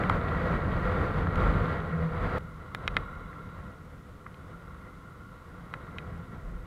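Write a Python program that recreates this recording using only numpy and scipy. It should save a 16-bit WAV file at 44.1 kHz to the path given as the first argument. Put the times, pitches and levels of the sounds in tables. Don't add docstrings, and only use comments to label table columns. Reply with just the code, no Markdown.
import sys
import numpy as np
from scipy.fft import rfft, irfft, next_fast_len
from scipy.io import wavfile
from scipy.ndimage import map_coordinates

SR = 44100
rng = np.random.default_rng(int(sys.argv[2]) if len(sys.argv) > 2 else 0)


def log_audio(samples):
    frames = np.atleast_2d(samples).T
    limited = np.clip(frames, -1, 1)
    pcm = np.round(limited * 32767).astype(np.int16)
    wavfile.write(sys.argv[1], SR, pcm)


N = 293706
CUT_S = 2.3835


def amp(db):
    return 10 ** (np.asarray(db) / 20)


def unit(x):
    return x / np.sqrt(np.mean(x ** 2) + 1e-20)


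def gain_along(points, hz):
    f, db = np.transpose(points)
    return amp(np.interp(np.log(hz + 1), np.log(f + 1), db))


def curves(rows):
    s, *columns = np.transpose(rows)
    t = np.arange(N) / SR
    return np.array([np.interp(t, s, column) for column in columns])


def wobble(rate):
    return map_coordinates(rng.standard_normal(2048), [np.arange(N) * rate / SR], mode="wrap")


def filtered(x, response):
    m = next_fast_len(N + SR // 2)
    hz = np.fft.rfftfreq(m, 1 / SR)
    return irfft(rfft(x, m) * response(hz), m)[:N]


def noise(spectrum):
    return unit(filtered(rng.standard_normal(N), lambda hz: gain_along(spectrum, hz)))


def ringing(modes, edge_hz):
    def response(f):
        power = sum(amp(db) ** 2 * (f * width) ** 2 / ((centre ** 2 - f ** 2) ** 2 + (f * width) ** 2)
                    for centre, width, db in modes)
        return np.sqrt(power / (1 + (f / edge_hz) ** 10))
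    return unit(filtered(rng.standard_normal(N), response))


def causal(gain):
    cepstrum = irfft(np.log(np.maximum(gain, 1e-6)))
    half = len(cepstrum) // 2
    cepstrum[1:half] *= 2
    cepstrum[half + 1:] = 0
    return irfft(np.exp(rfft(cepstrum)))


def edit(before, after):
    return np.where(np.arange(N) < CUT_S * SR, before, after)


def wind():
    # f/Hz, width/Hz, relative level/dB
    mount = [(76.3, 35, 2), (99, 23, -4.5), (158, 17, -1.5), (185, 10.2, -2), (280, 39, -14.5),
             (330, 28, -18.5)]
    # f/Hz, relative level/dB
    buffet_spectrum = [(8, -21), (20, -14), (35, -2), (70, -8), (130, -3), (190, -4.5), (230, -13),
                       (400, -16), (900, -39), (2000, -100)]
    # f/Hz, relative level/dB
    rush_spectrum = [(100, -35), (240, -3), (390, -2.5), (580, 0.5), (820, -5), (1300, 1), (1800, -13.5),
                     (2150, -15.5), (2700, -21.5), (3300, -22.5), (3950, -27), (4750, -31), (5150, -39.5),
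                     (15000, -51)]
    # f/Hz, width/Hz, relative level/dB
    shell = [(426, 34, -1), (472, 19, 1.5), (504, 14, 7.5), (680, 78, -5.5), (1107, 230, -6),
             (1280, 120, -13.5), (1374, 31, 3), (1590, 140, -10), (1918, 67, -3.5), (2190, 83, -11.5)]
    eddies = 0.5 * wobble(45) + wobble(20)
    buffet = amp(-3.0) * ringing(mount, edge_hz=383) + amp(-7) * noise(buffet_spectrum)
    open_rush = amp(-2 + wobble(14)) * noise(rush_spectrum)
    case_rush = amp(-1 + 0.6 * wobble(11.0)) * ringing(shell, edge_hz=2310)
    buffet_gain = amp(airflow() + 0.73 * eddies + 1.23 * wobble(9))
    rush_gain = amp(rush_level() + 1.2 * eddies)
    return nodding() + buffet_gain * buffet + rush_gain * (open_rush + case_rush)


def nodding():
    # t/s, level/dB
    gust_list = [(.76, -37), (1.47, -33), (2.24, -36.5), (2.91, -46), (6.53, -38)]
    gust_s = 0.1
    nod_db, nod_grows = -13.5, 0.96
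    air_db, t = airflow(), np.arange(N) / SR
    mean_db = air_db.mean()
    steady = amp(mean_db + nod_db + nod_grows * (air_db - mean_db) + 2.3 * wobble(6.8))
    gusts = sum(amp(db) * np.exp(-((t - s) / gust_s) ** 2) for s, db in gust_list)
    return (steady + gusts) * ringing([(24, 6.5, -23), (43.4, 8.3, -10)], edge_hz=68)


def airflow():
    # t/s, level/dB
    fast = [(0, -29.7), (0.35, -30.5), (0.5, -29), (0.66, -31), (0.98, -28.5), (1.28, -32), (1.42, -27),
            (1.72, -30.5), (1.87, -37), (2.1, -36.5), (2.21, -30.5), (2.38, -31.5)]
    # t/s, level/dB
    slow = [(2.39, -44), (2.72, -44), (2.98, -36), (3.16, -43), (3.5, -42.5), (4.02, -47.5), (4.42, -47),
            (4.6, -44.5), (5.33, -49), (5.96, -41.5), (6.66, -44)]
    return edit(curves(fast)[0], curves(slow)[0])


def rush_level():
    return airflow() + edit(-5.5, -10)


def tyres():
    # t/s, level/dB
    spray = [(2.39, -49.5), (2.65, -48.0), (3.03, -42.5), (3.5, -46.5), (4.1, -60), (4.48, -51),
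             (5.35, -51), (5.98, -49), (6.45, -56), (6.66, -54)]
    # f/Hz, width setting/Hz, relative level/dB
    leak = [(1095, 122, -1), (1170, 150, -14), (1351, 85, 2), (1408, 76, 0.5), (2048, 41, -8.5),
            (2136, 70, -12), (2660, 180, -31), (2900, 170, -25.5), (3470, 81, -24), (3884, 76, -22)]

    def bands(f):
        power = sum(amp(db) ** 2 / (1 + ((f - centre) / (0.7 * width)) ** 2) ** 2
                    for centre, width, db in leak)
        return np.sqrt(power)
    spray_db = edit(-50, curves(spray)[0] - 4)
    hiss = unit(filtered(rng.standard_normal(N), bands))
    return amp(spray_db + 0.6 * wobble(22)) * hiss


def raindrops(size=4096):
    # t/s, peak level/dB, centre of the tap f/Hz, spread/octaves, splash level/dB
    drops = [(.0368, -21.5, 1700, .6, -30), (0.0969, -18, 1900, 1.05, -11), (0.0981, -12, 1070, 0.46, -30),
             (1.27, -22, 1200, .7, -35), (1.357, -29, 1918, 0.82, 2), (2.7482, -18, 1600, 1.1, -1),
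             (2.8777, -11, 2330, 0.81, -14), (2.9674, -7.5, 2160, 0.9, -21.5), (3.3296, -38, 1640, .5, -35),
             (4.262, -37.5, 1110, 0.16, -47), (4.265, -33, 1780, 0.5, -38), (4.3434, -44, 2800, 0.85, -30),
             (5.7387, -20, 1510, 1.04, -16), (5.9843, -24, 2470, 0.59, -17)]
    # f/Hz, level/dB, time to fade by 60 dB/s
    tap_modes = [(497, -2.5, 0.011), (790, -1.5, .009), (1190, -2.5, 0.027), (1354, 3, 0.024),
                 (1740, -4, 0.024), (2010, 2, 0.019), (2485, -2, 0.019), (2780, 0, 0.0056),
                 (3220, 6.5, 0.0055), (3820, -5, 0.023), (4610, -11.5, 0.017), (5650, -2.5, 0.0057),
                 (7050, -9, 0.0099), (9840, -4.5, 0.0036), (13700, -19, 0.0035)]
    out = np.zeros(N + size)
    t, hz = np.arange(size) / SR, np.fft.rfftfreq(size, 1 / SR)
    rebound = 1 + 0.14 * np.exp(-2j * np.pi * hz * 0.00392) / (1 + (hz / 2600) ** 4)
    mode_hz, mode_db, t60 = np.transpose(tap_modes)[:, :, None]
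    spots = rng.standard_normal((len(drops), 2, len(tap_modes), 1))
    sign = (-1) ** (np.arange(len(tap_modes))[:, None] // 2)
    push = 0.36 / (1 + (hz / 950) ** 4)
    for (s, db, centre_hz, octaves, splash_db), (favour, detune) in zip(drops, spots):
        swing = sign * np.cos(2 * np.pi * mode_hz * (1 + 0.02 * detune) * t)
        fade = np.exp(-np.log(1000) * t / t60)
        ring = np.sum(amp(mode_db + 2 * favour) * fade * swing, axis=0)
        contact = np.exp(-(np.log2((hz + 1) / centre_hz) / octaves) ** 2)
        blow = push + contact + amp(splash_db)
        tap = irfft(rfft(ring) * rfft(causal(blow)) * rebound)
        out[round(s * SR):][:size] += amp(db) * tap / np.abs(tap).max()
    return out[:N]


def engine():
    # t/s, crankshaft f/Hz
    crank = [(0, 86.24), (.5, 81.96), (1.1, 87.03), (2.15, 80), (3.3, 78.85), (5.2, 86.65), (6.66, 82.83)]
    # t/s, level/dB
    loudness = [(0, -38), (.45, -34), (1.0, -38), (1.8, -33), (2.15, -27.5), (2.42, -47), (3.3, -46.5),
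                (4, -52), (5.3, -63.5), (6.2, -44), (6.66, -48.5)]
    crank_hz, level_db = curves(crank)[0], curves(loudness)[0]
    turn = 2 * np.pi * np.cumsum(crank_hz * (1 + 0.01172 * wobble(10))) / SR
    orders = [(.5, -14), (1, -1), (1.5, -12), (2, 0), (2.5, -16), (3, -15), (6, -14)]
    tone = sum(amp(db + 4.96 * wobble(18)) * np.sin(k * turn + rng.uniform(0, 2 * np.pi))
               for k, db in orders)
    return amp(level_db - 3) * unit(tone)


def drizzle(count=700):
    when, strength = rng.random(count), rng.exponential(size=count)
    hits = np.bincount((when * N).astype(int), amp(3.8 * np.minimum(strength, 2.5)), N)
    # (Hz, relative dB)
    colour = [(300, -7), (1200, 9.0), (2000, -9), (3800, -5), (5000, -29.5), (15000, -46)]
    ticks = unit(filtered(hits, lambda hz: gain_along(colour, hz)))
    return amp(rush_level() + edit(-16.5, -13)) * ticks


def scene():
    return (wind() + tyres() + engine() + raindrops() + drizzle())[None]


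def record(dry):
    # f/Hz, relative level/dB
    hiss_spectrum = [(100, 4.5), (3000, 7), (4500, 3), (5500, 1), (10000, -1), (14000, -4), (16000, -12)]
    top_hz = 15760
    heard = dry[0] + amp(-68.5) * noise(hiss_spectrum)
    return filtered(heard, lambda hz: hz < top_hz)[None]


dry = scene()
out = record(dry)
log_audio(out)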